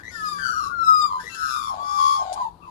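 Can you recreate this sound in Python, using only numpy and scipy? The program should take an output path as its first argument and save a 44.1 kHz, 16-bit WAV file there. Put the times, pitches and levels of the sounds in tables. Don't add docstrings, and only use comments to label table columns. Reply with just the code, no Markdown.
import sys
import numpy as np
from scipy import signal
from scipy.fft import rfft, irfft, next_fast_len
from scipy.io import wavfile
from scipy.ndimage import uniform_filter1d

SR = 44100
rng = np.random.default_rng(int(sys.argv[2]) if len(sys.argv) > 2 else 0)


def file_out(sig):
    cols = np.atleast_2d(sig).T
    lim = np.clip(cols, -1, 1)
    pcm = np.round(lim * 32767).astype(np.int16)
    wavfile.write(sys.argv[1], SR, pcm)


N = 119070
FADE_S = 0.0074


def amp(db):
    return 10 ** (np.asarray(db) / 20)


def unit(x):
    return x / np.sqrt(np.mean(abs(x) ** 2) + 1e-20)


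def colour(x, points, peaks=()):
    size = next_fast_len(len(x) + 2048)
    freq_hz, gain_db = np.transpose(points)
    bins_hz = np.fft.rfftfreq(size, 1 / SR) + 1
    lift_db = sum(db * np.exp(-((bins_hz / hz - 1) / 0.05) ** 2) for hz, db in peaks)
    gain = amp(np.interp(np.log(bins_hz), np.log(freq_hz + 1), gain_db) + lift_db)
    return irfft(rfft(x, size) * gain, size)[:len(x)]


def drift(t, hz):
    bins_hz = np.fft.rfftfreq(len(t), 1 / SR)
    lowpass = np.exp(-(bins_hz / hz) ** 2) * (bins_hz > 0)
    return unit(irfft(rfft(rng.standard_normal(len(t))) * lowpass, len(t)))


def placed(t, sound):
    out = np.zeros(N)
    part = out[max(round(t[0] * SR), 0):][:len(t)]
    part += sound[:len(part)]
    return out


def span(*curves):
    start_s = max(min(rows[0][0] for rows in curves) - FADE_S, 0)
    end_s = max(rows[-1][0] for rows in curves) + FADE_S
    return np.arange(start_s, end_s, 1 / SR)


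def level(t, rows):
    time_s, level_db = np.transpose(rows)[[0, -1]]
    fade = np.clip(np.minimum(t - time_s[0], time_s[-1] - t) / FADE_S + 1, 0, 1)
    return amp(np.interp(t, time_s, level_db)) * fade


def tone(t, rows, waver):
    time_s, pitch_hz, _ = np.transpose(rows)
    unsteady_hz = np.interp(t, time_s, pitch_hz) * (1 + waver * drift(t, hz=58.9))
    return level(t, rows) * np.exp(2j * np.pi * np.cumsum(unsteady_hz) / SR)


def buzz(t, rows, pulse_hz, depth, rough):
    sag_per_s, swell_db = 0.688, 2
    rate_hz = pulse_hz * np.exp(-sag_per_s * (t - rows[0][0])) * (1 + 0.15 * drift(t, pulse_hz))
    gate = np.exp(depth * np.cos(2 * np.pi * np.cumsum(rate_hz) / SR))
    gate *= amp(swell_db * drift(t, pulse_hz))
    return tone(t, rows, waver=0.0052) * unit(gate) * np.exp(1j * rough * drift(t, pulse_hz))


# freq_hz, gain_db
THROAT = [(600, -23), (1500, 4.5), (2300, -6.5), (3200, -3), (4800, 0), (5700, -7), (7200, -2),
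          (9000, -17.5), (10800, -6), (13000, -21)]
HARMONIC_DB = [0.34, 2.2, 2.31, 1]


def call(t, sides, rasp_gain, peaks, jitter, hiss, tilt_db=0, throat=THROAT, wobble=0):
    voice = sum(sides)
    envelope = uniform_filter1d(abs(voice), size=900) + 2e-3
    weights = amp(np.pad(HARMONIC_DB, (0, 7)))
    shake = np.exp(1j * (jitter * drift(t, hz=466) + wobble))
    overtones = 0
    for source in [voice] + (sides if len(sides) > 1 else []):
        phasor = source / (abs(source) + 1e-9) * shake
        harmonics = sum(weight * phasor ** k for k, weight in enumerate(weights, 2)).real
        overtones += abs(source) / envelope * harmonics
    pulse = (abs(voice) + 2e-3) / envelope
    breath = hiss * unit(pulse * rng.standard_normal(len(t)))
    rasp = colour(unit(overtones) + breath, throat, peaks)
    rasp = colour(rasp, [(4000, 0), (12000, tilt_db)])
    return np.sqrt(2) * voice.real + rasp_gain * unit(rasp)


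# freq_hz, lift_db
RATTLE_COLOUR = [(3850, 5), (5550, -15.5)]


def rattle(rows, pulse_hz, depth, rough, rasp_db, peaks=RATTLE_COLOUR):
    t = span(rows)
    sides = [buzz(t, rows, pulse_hz, depth, rough)]
    rasp_gain = level(t, rows) * amp(rasp_db)
    return placed(t, call(t, sides, rasp_gain, peaks, jitter=.1, hiss=.45, tilt_db=-2.5))


# freq_hz, gain_db
RUMBLE = [(25, -12), (52, 0.5), (95, -0.2), (130, -9), (180, -7), (350, -11.5), (600, -20), (1200, -39)]
AIR = [(300, -34.5), (600, 11), (1100, 15.5), (2000, -7.5), (4500, 4.5), (9000, -55), (13000, -35)]
# pitch_hz, width_hz, level_db
HUM = [(48, 4.6, -63), (170, 3.04, -55.5)]


def background():
    t = np.arange(N) / SR
    hum = 0
    for pitch_hz, width_hz, level_db in HUM:
        phase = 2 * np.pi * pitch_hz * t
        hum += amp(level_db) * (drift(t, width_hz) * np.cos(phase) + drift(t, width_hz) * np.sin(phase))
    rumble = amp(-48) * unit(colour(rng.standard_normal(N), RUMBLE))
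    air = amp(-58) * unit(colour(rng.standard_normal(N), AIR))
    return hum + rumble + air


# time_s, pitch_hz, level_db
CHIRPS = [
    [(0, 1624, -40.5), (.045, 1620, -62)],
    [(1.185, 1566, -51), (1.205, 1614, -35), (1.235, 1680, -65)],
    [(2.625, 2610, -58.5), (2.675, 2614, -65)],
    [(2.605, 1142, -56), (2.635, 1203, -49), (2.70, 945, -41.5)],
]
UPSLURS = [
    [(.035, 1825, -42), (.085, 2020, -40.5), (.10, 2115, -44)],
    [(1.24, 1850, -42), (1.285, 1986, -37)],
]
# freq_hz, lift_db
UPSLUR_PEAKS = [(4000, 9.3), (6150, 18)]


def flock_chirps():
    chirps = sum(rattle(rows, pulse_hz=115, depth=.23, rough=.98, rasp_db=-24.5, peaks=[])
                 for rows in CHIRPS)
    upslurs = sum(rattle(rows, pulse_hz=108.5, depth=1, rough=.45, rasp_db=-12, peaks=UPSLUR_PEAKS)
                  for rows in UPSLURS)
    return chirps + upslurs


# time_s, pitch_hz, level_db
SPLIT_LOW = [(0.109, 1479, -55.5), (0.157, 1408, -39.5), (0.212, 1283, -38.5), (0.237, 1271, -31.5),
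             (0.289, 1216, -24.5), (0.31, 1226, -37.5), (0.321, 1206, -26), (0.343, 1168, -33),
             (0.438, 1141, -50.5)]
SPLIT_HIGH = [(0.109, 1874, -53.5), (0.145, 1822, -38.5), (.19, 1752, -40), (0.24, 1684, -34.5),
              (0.309, 1688, -45.5), (0.391, 1590, -46.5)]
# time_s, level_db
SPLIT_RASP = [(.10, -46.5), (.22, -45.5), (.28, -42.5), (.41, -49.5)]
# freq_hz, lift_db
SPLIT_PEAKS = [(4900, 10), (5550, 6)]


def split_wail():
    t = span(SPLIT_LOW, SPLIT_HIGH, SPLIT_RASP)
    sides = [tone(t, SPLIT_LOW, waver=0.0037), tone(t, SPLIT_HIGH, waver=0.0065)]
    return placed(t, call(t, sides, level(t, SPLIT_RASP), SPLIT_PEAKS, jitter=.035, hiss=.4, tilt_db=4))


# time_s, pitch_hz, level_db
BUZZ_HIGH = [(0.386, 1591, -36.5), (0.461, 1547, -27), (0.522, 1471, -33), (0.6, 1399, -37.5),
             (0.718, 1304, -39.5)]
BUZZ_UNDER = [(0.458, 1418, -26.5), (0.532, 1315, -29.5), (.62, 1198, -27.5), (0.717, 1130, -36.5)]
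# time_s, level_db
BUZZ_RASP = [(.38, -50.5), (.46, -39.5), (.54, -44.5), (.66, -43.5), (.73, -60)]
# freq_hz, lift_db
BUZZ_PEAKS = [(3150, 4), (4700, 9), (5720, 11)]


def buzzing_wail():
    t = span(BUZZ_HIGH, BUZZ_RASP)
    sides = [buzz(t, BUZZ_HIGH, pulse_hz=140, depth=1, rough=.3)]
    under = np.sqrt(2) * tone(t, BUZZ_UNDER, waver=0.036).real
    return placed(t, under + call(t, sides, level(t, BUZZ_RASP), BUZZ_PEAKS, jitter=.12, hiss=.25))


# time_s, pitch_hz, level_db; reflections briefly cancel it near 0.86 s
CLEAN_TONE = [(.70, 1450, -43.5), (.73, 1422, -29.5), (.775, 1383, -26), (.834, 1338, -18),
              (.856, 1314, -33), (.885, 1292, -15), (.96, 1248, -18), (1.01, 1233, -18.5),
              (1.056, 1194, -17), (1.072, 1183, -35.5)]
# time_s, pitch_hz, level_db
CLEAN_TAIL = [(1.06, 1181, -30.5), (1.125, 1031, -30), (1.185, 1011, -32.5), (1.22, 989, -45)]
# time_s, level_db
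CLEAN_RASP = [(.73, -61), (.80, -50), (0.858, -37), (.95, -38.5), (1.029, -34.5), (1.10, -42.5)]
# freq_hz, gain_db
CLEAN_THROAT = [(1800, -29.5), (2550, -17), (3800, -5.5), (5100, 3.5), (6100, -20), (7300, -4.5),
                (8900, -19), (10200, -21.5), (13000, -18)]


def clean_wail():
    t = span(CLEAN_TONE, CLEAN_RASP)
    tones = [tone(t, CLEAN_TONE, waver=0.0024)]
    wail = call(t, tones, level(t, CLEAN_RASP), peaks=[], jitter=0, hiss=0.0083,
                tilt_db=-3.5, throat=CLEAN_THROAT)
    return placed(t, wail) + rattle(CLEAN_TAIL, pulse_hz=91.7, depth=.79, rough=.234, rasp_db=-24.5)


# start_s, level_db, pitch_hz, width_hz, decay_s
TAPS = [(1.231, -42, 436, 116, 0.018), (2.329, -28, 6670, 3000, 0.0008)]


def taps():
    t = np.arange(4096) / SR
    out = np.zeros(N)
    for start_s, level_db, pitch_hz, width_hz, decay_s in TAPS:
        band = np.sqrt(2) * drift(t, width_hz) * np.cos(2 * np.pi * pitch_hz * t)
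        out += placed(start_s + t, amp(level_db) * np.exp(-t / decay_s) * band)
    return out


# time_s, pitch_hz, level_db
SQUAWK_LOW = [(1.30, 1348, -49), (1.35, 1332, -45)]
SQUAWK_HIGH = [(1.30, 1590, -53), (1.36, 1500, -49)]
# freq_hz, lift_db
SQUAWK_PEAKS = [(2680, 14), (6700, 10)]


def squawk():
    t = span(SQUAWK_LOW, SQUAWK_HIGH)
    sides = [tone(t, SQUAWK_LOW, waver=.004), tone(t, SQUAWK_HIGH, waver=.004)]
    rasp_gain = level(t, SQUAWK_LOW) * amp(5)
    return placed(t, call(t, sides, rasp_gain, SQUAWK_PEAKS, jitter=.03, hiss=.25))


# time_s, pitch_hz, level_db
HARSH_TONE = [(1.349, 1340, -49.5), (1.388, 1320, -34), (1.472, 1265, -32), (1.53, 1210, -34.5),
              (1.589, 1220, -28), (1.636, 1090, -41), (1.703, 1072, -28.5), (1.752, 1065, -41)]
HARSH_BUZZ = [(1.351, 1560, -42.5), (1.391, 1490, -37.5), (1.471, 1400, -29.5), (1.629, 1205, -32.5),
              (1.689, 1150, -33.5), (1.741, 1080, -41)]
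# time_s, level_db
HARSH_RASP = [(1.2, -34), (1.37, -45.5), (1.5, -39), (1.69, -47.5), (1.76, -67)]
# freq_hz, lift_db
HARSH_PEAKS = [(3500, 9), (5330, 11)]


def harsh_wail():
    t = span(HARSH_TONE, HARSH_BUZZ, HARSH_RASP)
    sides = [tone(t, HARSH_TONE, waver=0.0065), buzz(t, HARSH_BUZZ, pulse_hz=155, depth=.99, rough=.08)]
    wail = call(t, sides, level(t, HARSH_RASP), HARSH_PEAKS, jitter=.09, hiss=.28, tilt_db=5.5)
    return placed(t, wail)


# time_s, pitch_hz, level_db
SHORT_GROWL = [(1.70, 825, -43), (1.74, 786.6, -36), (1.81, 782, -37.5), (1.87, 680, -51.5)]
LONG_GROWL = [(2.15, 853, -45.5), (2.21, 775, -32), (2.31, 747.5, -31), (2.42, 798.6, -35)]


def growls():
    return (rattle(SHORT_GROWL, pulse_hz=110.8, depth=.85, rough=1, rasp_db=-18.5)
            + rattle(LONG_GROWL, pulse_hz=104.87, depth=.54, rough=.62, rasp_db=-20))


# time_s, pitch_hz, level_db
BEAT_LOW = [(1.822, 1085, -41.5), (1.916, 1106, -33.5), (1.959, 1083, -49), (1.998, 1087, -19),
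            (2.04, 1072, -23), (2.12, 1089, -20), (2.21, 1077, -24.5), (2.238, 1035, -44)]
BEAT_HIGH = [(1.768, 1106, -43.5), (1.809, 1138, -34), (1.863, 1159, -33.5), (1.951, 1174, -26),
             (2.042, 1148, -23.5), (2.131, 1154, -24), (2.185, 1192, -33)]
BEAT_UNDER = [(1.838, 843, -46.5), (1.96, 822, -41.5), (2.038, 841, -43), (2.169, 850, -51)]
# time_s, level_db
BEAT_RASP = [(1.79, -54), (1.97, -40), (2.13, -38.5), (2.24, -53)]
# freq_hz, lift_db
BEAT_COLOUR = [(3330, 6), (4950, 9), (5480, 15), (5830, -14), (6450, 8)]


def beating_wail():
    t = span(BEAT_LOW, BEAT_HIGH, BEAT_RASP)
    coupling, low_share = .25, .6
    low, high = tone(t, BEAT_LOW, waver=.001), tone(t, BEAT_HIGH, waver=.001)
    under = tone(t, BEAT_UNDER, waver=.002)
    high_phasor = high / (abs(high) + 1e-6)
    combinations = (amp(-8) * high_phasor ** 2 * under.conj()
                    + amp(-14.5) * under ** 2 / (abs(under) + 1e-6)
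                    + amp(-16) * high_phasor * under)
    wobble = coupling * np.sin(np.angle(high * under.conj()))
    reedy = call(t, [high + low_share * low], level(t, BEAT_RASP), BEAT_COLOUR,
                 jitter=.005, hiss=.02, wobble=wobble)
    pure = np.sqrt(2) * ((1 - low_share) * low + under)
    return placed(t, reedy + (pure + combinations).real)


# time_s, pitch_hz, level_db
LAST_WAIL = [(2.365, 1057, -32), (2.385, 1046, -32), (2.425, 986, -26.5), (2.46, 914, -32),
             (2.49, 877, -38.5)]


def last_wail():
    return rattle(LAST_WAIL, pulse_hz=93, depth=.15, rough=.59, rasp_db=-26.5)


# freq_hz, gain_db
SCATTER = [(1200, 1.1), (3000, 12.03), (10000, 11.9)]
# left_db, right_db
SCATTER_DB = [-10, 2.5]


def reflections(x, channel):
    scatter_t60_s, yard_t60_s, right_lag_s = .06, .5, .00036
    t = np.arange(SR // 2) / SR
    near, far = (rng.standard_normal(len(t)) * amp(-60 * t / t60_s) * np.minimum(t / 0.01, 1)
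                 for t60_s in (scatter_t60_s, yard_t60_s))
    response = amp(SCATTER_DB[channel]) * colour(near / np.linalg.norm(near), SCATTER)
    response += amp(-16) * far / np.linalg.norm(far)
    response[round(channel * right_lag_s * SR)] += 1
    return signal.fftconvolve(x, response)[:N]


# time_s, gain_db
BACKGROUND_LEVEL = [(0.7, -1), (1.0, -3.78)]


def scene():
    flock = (flock_chirps() + split_wail() + buzzing_wail() + clean_wail() + taps()
             + squawk() + harsh_wail() + growls() + beating_wail() + last_wail())
    shared = background()
    bed = np.array([shared, shared + .5 * background()])
    bed_gain = amp(np.interp(np.arange(N) / SR, *np.transpose(BACKGROUND_LEVEL)))
    return np.array([reflections(flock, 0), reflections(flock, 1)]) + bed_gain * bed


# freq_hz, gain_db
LEFT_MIC = [(30, -0.5), (1200, 5), (10000, 0.32)]
RIGHT_MIC = [(1200, -7.5), (3000, -21.5), (5000, -23), (7500, -31.5), (9500, -10.5), (13000, -10.5)]


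def record(dry):
    cutoff_hz = 13200
    heard = np.array([colour(dry[0], LEFT_MIC), colour(dry[1], RIGHT_MIC)])
    lowpass = signal.firwin(511, cutoff_hz, window=("kaiser", 9), fs=SR)
    return signal.oaconvolve(heard, lowpass[None], "same")


dry = scene()
out = record(dry)
file_out(out)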